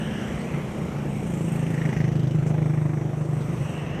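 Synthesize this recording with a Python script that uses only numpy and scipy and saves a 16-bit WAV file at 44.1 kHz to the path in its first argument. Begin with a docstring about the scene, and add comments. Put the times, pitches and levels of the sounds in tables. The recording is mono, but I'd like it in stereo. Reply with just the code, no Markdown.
"""A slow single-cylinder diesel, probably a small farm tractor, chugs past a muddy yard.
Its beat sinks from 30 to under 24 firings a second. Each firing is an exhaust thump, a puff of gas
and a metallic knock, smeared by the yard while far and distinct as it passes.
Tyre noise and farther traffic lie underneath; buffalo tread faintly in the mud."""
import sys
import numpy as np
from scipy import signal
from scipy.fft import rfft, irfft
from scipy.io import wavfile
from scipy.ndimage import uniform_filter1d

SR = 44100
rng = np.random.default_rng(int(sys.argv[2]) if len(sys.argv) > 2 else 0)


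def dump_mix(stems):
    """Bounce the given channels to the path in sys.argv[1] as a 16-bit WAV at rate SR."""
    frames = np.atleast_2d(stems).T  # one column per channel
    limited = np.clip(frames, -1, 1)  # hard clip at full scale
    pcm = np.round(limited * 32767).astype(np.int16)
    wavfile.write(sys.argv[1], SR, pcm)


N = 176400
TIME_S, FREQ_HZ = np.arange(N) / SR, np.fft.rfftfreq(N, 1 / SR)
KNOCK_SPREAD_DB = .8
# Engine speed. Each row: time in seconds, firings per second.
FIRING_HZ = [(0, 30.2), (.7, 29.6), (1.1, 28.75), (1.3, 27.9), (1.7, 26.82), (2.1, 26.26), (2.3, 25.96),
             (2.85, 25.4), (3.02, 25.05), (3.3, 25.6), (3.5, 24.5), (3.7, 24.1), (4, 23.5)]


def firings(anchor_s=2.268):
    """Sample positions of the firings: one per engine cycle, phased to anchor_s, then jittered."""
    # Each row: time in seconds, timing scatter in seconds.
    jitter_s = [(0, 0.0007), (1.1, 0.00054), (1.5, 0.000065), (3.1, 0.00012), (3.45, 0.00078), (4, 0.0016)]
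    cycles = np.cumsum(over_time(FIRING_HZ)) / SR
    at = np.flatnonzero(np.diff(np.floor(cycles - cycles[round(anchor_s * SR)])))
    offsets = over_time(jitter_s)[at] * SR * rng.standard_normal(len(at))
    return np.clip(at + offsets.astype(int), 0, N - 1)


def exhaust_thump(at, lag_s=.001, pass_s=2.02, turnover_s=.12):
    """Each firing rings the exhaust pipe, which sounds deeper once the vehicle has passed."""
    # Pipe from ahead and from behind. Each row: frequency in Hz, gain in dB.
    ahead_db = [(15, -63), (28, -51), (54, -30), (80, -24), (108, -11.5), (136, -2), (163, 1.5),
                (190, -14.5), (215, -11.5), (240, -12), (285, -22.5), (335, -20), (380, -25.5), (520, -27),
                (900, -51.5), (2000, -68)]
    behind_db = [(15, -58), (26, -38), (51, -22), (76, -34), (101, -8), (128, -0.5), (154, 3.5),
                 (180, -10.5), (235, -20.5), (280, -29.5), (305, -16.5), (330, -10.5), (380, -27),
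                 (430, -33.5), (485, -27), (540, -32.5), (900, -45), (2000, -63.5)]
    # Each row: time in seconds, level in dB.
    level_db = [(0, -45), (.7, -44), (1.2, -29.5), (1.38, -29), (1.52, -26.5), (1.9, -24), (2.05, -21),
                (2.55, -23), (2.85, -23), (3.15, -27), (3.55, -27.5), (3.8, -31.5), (4, -31.5)]
    drive = impulses(np.minimum(at + round(lag_s * SR), N - 1), spread_db=0)
    behind = .5 + .5 * np.tanh((TIME_S - pass_s) / turnover_s)
    return fader(level_db) * ((1 - behind) * pipe(drive, ahead_db) + behind * pipe(drive, behind_db))


def pipe(drive, colour_db, muffler_hz=4000):
    """Impulses ring a muffled pipe, a minimum-phase filter."""
    muffler = 1 / (1 + (FREQ_HZ / muffler_hz) ** 4)
    log_gain = np.log(spectrum(colour_db) * muffler)
    mirrored = np.r_[log_gain, log_gain[-2:0:-1]]
    response = np.exp(signal.hilbert(mirrored).conj())[:len(log_gain)]
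    return unit(irfft(mic_pair(response, 0 * response) * rfft(drive), N))


def yard_echo(at, drift_hz=.617):
    """Walls and ground scatter the thumps into a throb that shifts as the vehicle moves."""
    # Each row: time in seconds, level in dB.
    level_db = [(0, -37), (.9, -35.5), (1.6, -37.5), (2.4, -40.5), (3.1, -43.5), (4, -44)]
    drive = impulses(at, spread_db=2)
    angle = 2 * np.pi * drift_hz * TIME_S
    return fader(level_db) * (np.cos(angle) * yard_paths(drive) + np.sin(angle) * yard_paths(drive))


def yard_paths(drive, raw_t60_s=.462):
    """One random set of echo paths: a decaying noise tail, whitened, then coloured."""
    # Each row: frequency in Hz, gain in dB.
    colour_db = [(20, -37), (50, -28), (70, -26), (88, -18), (120, -12), (148, 0), (178, -4.5), (208, -2.5),
                 (240, -8.5), (275, -13.5), (340, -12), (520, -18.5), (900, -23), (2000, -57)]
    tails = rfft(rng.standard_normal((2, N)) * amp(-60 * TIME_S / raw_t60_s))
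    response = mic_pair(*(tails / abs(tails))) * spectrum(colour_db)
    return unit(irfft(response * rfft(drive), N))


def exhaust_drone():
    """Two harmonics of the firing rate carry as clean tones during the approach."""
    # Each row: multiple of the firing rate, gain in dB.
    orders = [(7, 0), (8, -5)]
    # Each row: time in seconds, level in dB.
    level_db = [(0, -39), (.25, -34), (.8, -34), (1.2, -39), (1.7, -46), (2.3, -65)]
    cycles = np.cumsum(over_time(FIRING_HZ)) / SR
    tones = sum(amp(db) * np.sin(2 * np.pi * (k * cycles + rng.random())) for k, db in orders)
    return fader(level_db) * np.sqrt(2) * tones


def gas_puffs(at, lag_s=.0016, decay_s=.019):
    """Gas rushes out of the pipe after each firing; a hollow midrange pulses with it."""
    # Each row: frequency in Hz, gain in dB.
    colour_db = [(100, -23), (200, 5), (330, 4), (600, -1.5), (800, -4), (1100, -16.5), (1700, -22),
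                 (2500, -22), (4000, -56)]
    # Each row: time in seconds, level in dB.
    gas_db = [(0, -36.5), (.6, -38), (1.3, -39.5), (1.9, -35), (2.05, -38), (2.2, -41), (2.36, -44),
              (2.5, -33.5), (2.8, -40.5), (3.1, -37), (3.6, -39.5), (4, -35)]
    hollow_db = [(0, -59), (.6, -48.5), (1.1, -58), (1.45, -62), (2.3, -64), (2.8, -55.5), (3.3, -51.5),
                 (3.7, -46.5), (4, -47)]
    gas = fader(gas_db) * noise(spectrum(colour_db)) * beats(at, lag_s, decay_s, rise_s=.00027)
    hollow = fader(hollow_db) * noise(resonance(hz=1085, width_hz=680))
    return gas + hollow * beats(at, lag_s, decay_s, rise_s=.00073)


def metal_clatter(at, lag_s=.0025):
    """Firings shake the engine metal: two drifting bands, a thin high ring and a sizzle."""
    # Each row: time in seconds, band centre in Hz.
    low_hz = [(0, 1698), (.22, 1620), (.45, 2096), (1.2, 2243), (1.7, 1923), (2.05, 1917), (2.8, 1999),
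              (3.9, 1901)]
    high_hz = [(0, 2958), (.3, 2978), (1.6, 2721), (2.3, 2990), (3.55, 2628), (4, 2806)]
    # Each row: time in seconds, level in dB.
    low_db = [(0, -44), (.5, -46.5), (1, -55.5), (1.45, -55), (1.7, -47.5), (1.9, -46.5), (2.25, -61),
              (2.55, -71), (2.78, -51.5), (3.15, -71), (3.5, -57), (3.9, -47.5)]
    high_db = [(0, -45.5), (.25, -47), (.45, -56.5), (1.2, -65), (1.6, -50), (1.95, -54.5), (2.3, -55),
               (2.6, -65), (3.2, -85), (3.55, -54), (3.8, -46.5), (4, -51.5)]
    thin_db = [(0, -62.5), (.25, -55.5), (.6, -78), (1.4, -71.5), (2, -53.5), (2.2, -67), (3.1, -67.5),
               (3.6, -64), (4, -62)]
    sizzle_db = [(0, -58.5), (1.05, -61), (1.35, -53.5), (1.55, -53), (1.85, -58), (2.1, -64.5), (3.2, -63),
                 (3.7, -56), (4, -69.5)]
    # Each row: frequency in Hz, gain in dB.
    sizzle_colour_db = [(4000, -58), (6500, -6), (7600, -2), (8400, 2), (9300, -9), (12000, -10.5),
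                        (15000, -19)]
    rings = fader(low_db) * ring(low_hz, width_hz=680)
    rings += fader(high_db) * ring(high_hz, width_hz=540)
    sizzle = fader(sizzle_db) * noise(spectrum(sizzle_colour_db))
    sizzle += fader(thin_db) * noise(resonance(hz=5950, width_hz=1400))
    rings = flutter(rings, depth_db=2.1, patch_s=.081, patch_hz=297.5)
    rings *= beats(at, lag_s, decay_s=.010, rise_s=.00023)
    return rings + flutter(sizzle, depth_db=3.5) * beats(at, lag_s, decay_s=.015, rise_s=.0021)


def diesel_knock(at):
    """Ignition cracks, the open engine side clacks in passing, the exhaust mouth slaps from behind."""
    # Each row: frequency in Hz, gain in dB.
    crack_colour_db = [(400, 12.5), (1200, 3.5), (2800, -12), (3900, -2.5), (4800, -7.5), (6000, -11.5),
                       (8200, -12.5), (10000, -28), (15000, -42)]
    slap_colour_db = [(150, -25), (330, 0), (600, 2), (900, -1.5), (1500, -5.5), (2300, -6.5), (2900, -24),
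                      (5000, -42)]
    # Each row: time in seconds, level in dB.
    crack_db = [(0, -62), (1.4, -66), (2, -50), (2.27, -44), (2.42, -56), (2.78, -58), (3.1, -60), (4, -54)]
    clack_db = [(1.4, -79), (1.7, -46), (1.78, -46.5), (1.855, -40), (1.895, -46), (2.0, -41),
                (2.08, -47.5), (2.3, -63), (2.78, -77), (3.1, -73)]
    slap_db = [(2.2, -58), (2.45, -45), (2.62, -42), (2.8, -41), (3.0, -44.5), (3.2, -52), (4, -56)]
    crack = bursts(at, spectrum(crack_colour_db), lag_s=.0028, decay_s=.003, rise_s=.0018)
    clack = bursts(at, resonance(hz=1900, width_hz=560), lag_s=.0023, decay_s=.0035, rise_s=.0009)
    slap = bursts(at, spectrum(slap_colour_db), lag_s=.0022, decay_s=.0042, rise_s=.0009)
    return fader(crack_db) * crack + fader(clack_db) * clack + fader(slap_db) * slap


def bursts(at, gain, lag_s, decay_s, rise_s, wall_delay_s=.0081, wall_db=-2.5):
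    """A hard noise burst at each firing, and its bounce off a nearby wall."""
    shape = pulse(SR // 20, lag_s, decay_s, rise_s)
    strike = signal.oaconvolve(impulses(at, KNOCK_SPREAD_DB), shape)[:N]
    bounce = amp(wall_db) * np.roll(strike, round(wall_delay_s * SR))
    return unit(np.hypot(strike, bounce) * noise(gain))


def beats(at, lag_s, decay_s, rise_s):
    """Envelope that flares at each firing, over a wash that grows with distance."""
    # Each row: time in seconds, share of the power arriving in distinct beats (0-1).
    direct_share = [(0, 0), (1.1, 0.38), (1.55, 0.52), (1.85, 0.45), (2.3, 0.73), (2.8, 0.2), (3.3, 0.25),
                    (4, 0.1)]
    shape = pulse(SR // 10, lag_s, decay_s, rise_s)
    power = signal.oaconvolve(impulses(at, KNOCK_SPREAD_DB) ** 2, shape ** 2)[:N]
    share = over_time(direct_share)
    return np.sqrt(1 - share + share * abs(power) / power.mean())


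def running_noise():
    """Tyres and chassis rush along; a deep rumble wells up behind the vehicle."""
    # Each row: frequency in Hz, gain in dB.
    colour_db = [(300, 5.5), (520, 4.5), (700, -0.5), (1000, -1), (1300, 0.5), (2400, -9), (3300, -13.5),
                 (4000, -20), (4900, -24), (5600, -17.5), (7000, -19), (8400, -36), (9400, -44),
                 (10800, -24.5), (14000, -35), (15000, -53)]
    # Each row: time in seconds, level in dB.
    roll_db = [(0, -40.5), (.5, -38), (1.2, -39), (1.9, -40), (2.3, -42), (3.1, -44.5), (3.6, -40),
               (4, -46)]
    deep_db = [(0, -47), (.5, -48), (3.2, -64), (3.6, -43), (3.85, -40.5), (4, -33.5)]
    deep = fader(deep_db) * noise(resonance(hz=95, width_hz=64))
    return deep + fader(roll_db) * flutter(noise(spectrum(colour_db)), depth_db=2.5)


def hoof_squelches(grain_db=7, relative_width=.58):
    """Each step in the mud is a short swell of wet crackle."""
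    # Each row: start in seconds, length in seconds, level in dB, centre in Hz, left minus right in dB.
    steps = [(0.397, 0.058, -59, 4200, 13), (1.522, .06, -58, 11800, -4), (1.834, .012, -61, 9000, 2),
             (1.965, 0.065, -67, 11500, -2), (2.461, 0.069, -52.5, 7150, -1),
             (3.403, 0.053, -54.5, 3500, 0), (3.571, 0.015, -45.5, 2460, 4)]
    out = np.zeros((2, N))
    for start_s, length_s, db, hz, pan_db in steps:
        size = round(length_s * SR)
        grains = rng.standard_normal((2, size)) * amp(grain_db * np.minimum(rng.exponential(1, size), 2))
        wet = unit(irfft(rfft(grains) * resonance(hz, hz * relative_width, size), size))
        swell = np.sin(np.pi * np.sqrt(np.arange(size) / size))
        gains = amp([[db + pan_db / 2], [db - pan_db / 2]])
        out[:, round(start_s * SR):][:, :size] += wet * swell * gains
    return out


def hoof_thuds(hz=152.4, peak_s=.013):
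    """Short, dull thuds, probably heavy hooves landing."""
    # Each row: start in seconds, level in dB.
    landings = [(0.104, -25), (0.537, -24.5), (0.832, -25), (3.949, -21)]
    out, t = np.zeros(N), TIME_S[:SR // 10]
    thud = -np.sin(2 * np.pi * hz * t) * (t / peak_s) * np.exp(2 - 2 * t / peak_s)
    for start_s, db in landings:
        part = out[round(start_s * SR):][:len(t)]
        part += amp(db) * thud[:len(part)]
    return out


def far_traffic():
    """Farther traffic rumbles, and one engine in it hums a low, wavering note."""
    # Each row: frequency in Hz, gain in dB.
    colour_db = [(15, -19), (35, -10), (55, -3), (69, -16.5), (86, -16), (115, -1), (142, 12), (180, 3),
                 (240, -10.5), (330, -9.5), (700, -20), (2000, -62)]
    # Each row: time in seconds, level in dB.
    rumble_db = [(0, -32.5), (.9, -34), (1.6, -35.5), (2.4, -29), (3.1, -38), (3.55, -29), (3.8, -37),
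                 (4, -39)]
    hum_db = [(0, -42.5), (1.4, -45.5), (2.2, -44.5), (4, -54)]
    rumble = fader(rumble_db) * noise(spectrum(colour_db))
    return rumble + fader(hum_db) * noise(resonance(hz=70, width_hz=13))


def mic_pair(a, b):
    """Two unrelated spectra become what the left and right microphones hear."""
    # Each row: frequency in Hz, left-right coherence (0-1).
    coherence = [(60, 0.86), (150, 0.91), (300, 0.99), (630, 0.73), (1400, 0.62), (3000, 0.11),
                 (7000, 0.044)]
    # Each row: frequency in Hz, left minus right in dB.
    balance_db = [(120, 0), (400, 2), (750, 3), (1000, 1.5), (1400, 4.5), (2000, 8), (3000, 6), (4200, 3),
                  (4900, -2.5), (6000, 9), (7200, -3.5), (8300, -12.5), (9500, 0.5), (12000, 1)]
    # Each row: frequency in Hz, phase lead of the left in radians.
    lead_rad = [(130, 0.23), (400, 0.52), (780, 0.85), (1400, 2.73), (2200, 3.4), (3000, 6.1)]
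    common, tilt = over_hz(coherence), amp(over_hz(balance_db) / 2)
    right = (common * a + np.sqrt(1 - common ** 2) * b) * np.exp(-1j * over_hz(lead_rad))
    return np.array([a * tilt, right / tilt])


def impulses(at, spread_db):
    """One impulse per firing, its strength scattered by spread_db."""
    return np.bincount(at, amp(spread_db * rng.standard_normal(len(at))), N)


def pulse(size, lag_s, decay_s, rise_s):
    """Delayed envelope with exponential rise and decay."""
    t = np.maximum(TIME_S[:size] - lag_s, 0)
    return (1 - np.exp(-t / rise_s)) * np.exp(-t / decay_s)


def ring(centre_hz, width_hz):
    """Noise in a resonance whose centre follows a curve."""
    hz = over_time(centre_hz)
    band = signal.hilbert(noise(resonance(hz.mean(), width_hz)))
    return (band * np.exp(2j * np.pi * np.cumsum(hz - hz.mean()) / SR)).real


def flutter(x, depth_db, patch_s=.12, patch_hz=450):
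    """The level wavers in small patches of time and frequency."""
    hz, t, bins = signal.stft(x, SR, nperseg=512, noverlap=384)
    field = rng.standard_normal((2, len(t), len(hz)))
    field = uniform_filter1d(field, round(patch_s / t[1]), axis=1)
    field = uniform_filter1d(field, round(patch_hz / hz[1]), axis=2)
    bins *= amp(depth_db * field / field.std()).transpose(0, 2, 1)
    return signal.istft(bins, SR, nperseg=512, noverlap=384)[1][:, :N]


def noise(gain):
    """Stereo noise of a given spectrum."""
    return unit(irfft(mic_pair(*rfft(rng.standard_normal((2, N)))) * gain, N))


def resonance(hz, width_hz, size=N):
    """Gain of a resonance, width_hz wide at half gain."""
    return 1 / (1 + ((np.fft.rfftfreq(size, 1 / SR) - hz) / (width_hz / 2)) ** 2)


def amp(db):
    """Decibels to gain."""
    return 10 ** (np.asarray(db) / 20)


def unit(x):
    """Scales the centre of a stereo sound to rms 1."""
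    return x / np.sqrt(np.mean(x.mean(0) ** 2) + 1e-20)


def over_hz(points):
    """A curve at every FFT bin, interpolated in log frequency."""
    hz, value = np.transpose(points)
    return np.interp(np.log(FREQ_HZ + 1), np.log(hz + 1), value)


def over_time(points):
    """A curve at every sample."""
    return np.interp(TIME_S, *np.transpose(points))


def spectrum(colour_db):
    """Gain per FFT bin."""
    return amp(over_hz(colour_db))


def fader(level_db):
    """Gain per sample."""
    return amp(over_time(level_db))


def scene():
    """The passing vehicle and its echo, the animals and farther traffic."""
    at = firings()
    exhaust = exhaust_thump(at) + yard_echo(at) + exhaust_drone() + gas_puffs(at)
    vehicle = exhaust + metal_clatter(at) + diesel_knock(at) + running_noise()
    return vehicle + hoof_squelches() + hoof_thuds() + far_traffic()


def record(dry, low_cut_hz=42, high_cut_hz=14700):
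    """Low cut and band limit."""
    thinned = irfft(rfft(dry) * FREQ_HZ ** 2 / np.sqrt(FREQ_HZ ** 4 + low_cut_hz ** 4), N)
    lowpass = signal.firwin(401, high_cut_hz, window=("kaiser", 9), fs=SR)
    return signal.oaconvolve(thinned, lowpass[None], "same")


dry = scene()
out = record(dry)
dump_mix(out)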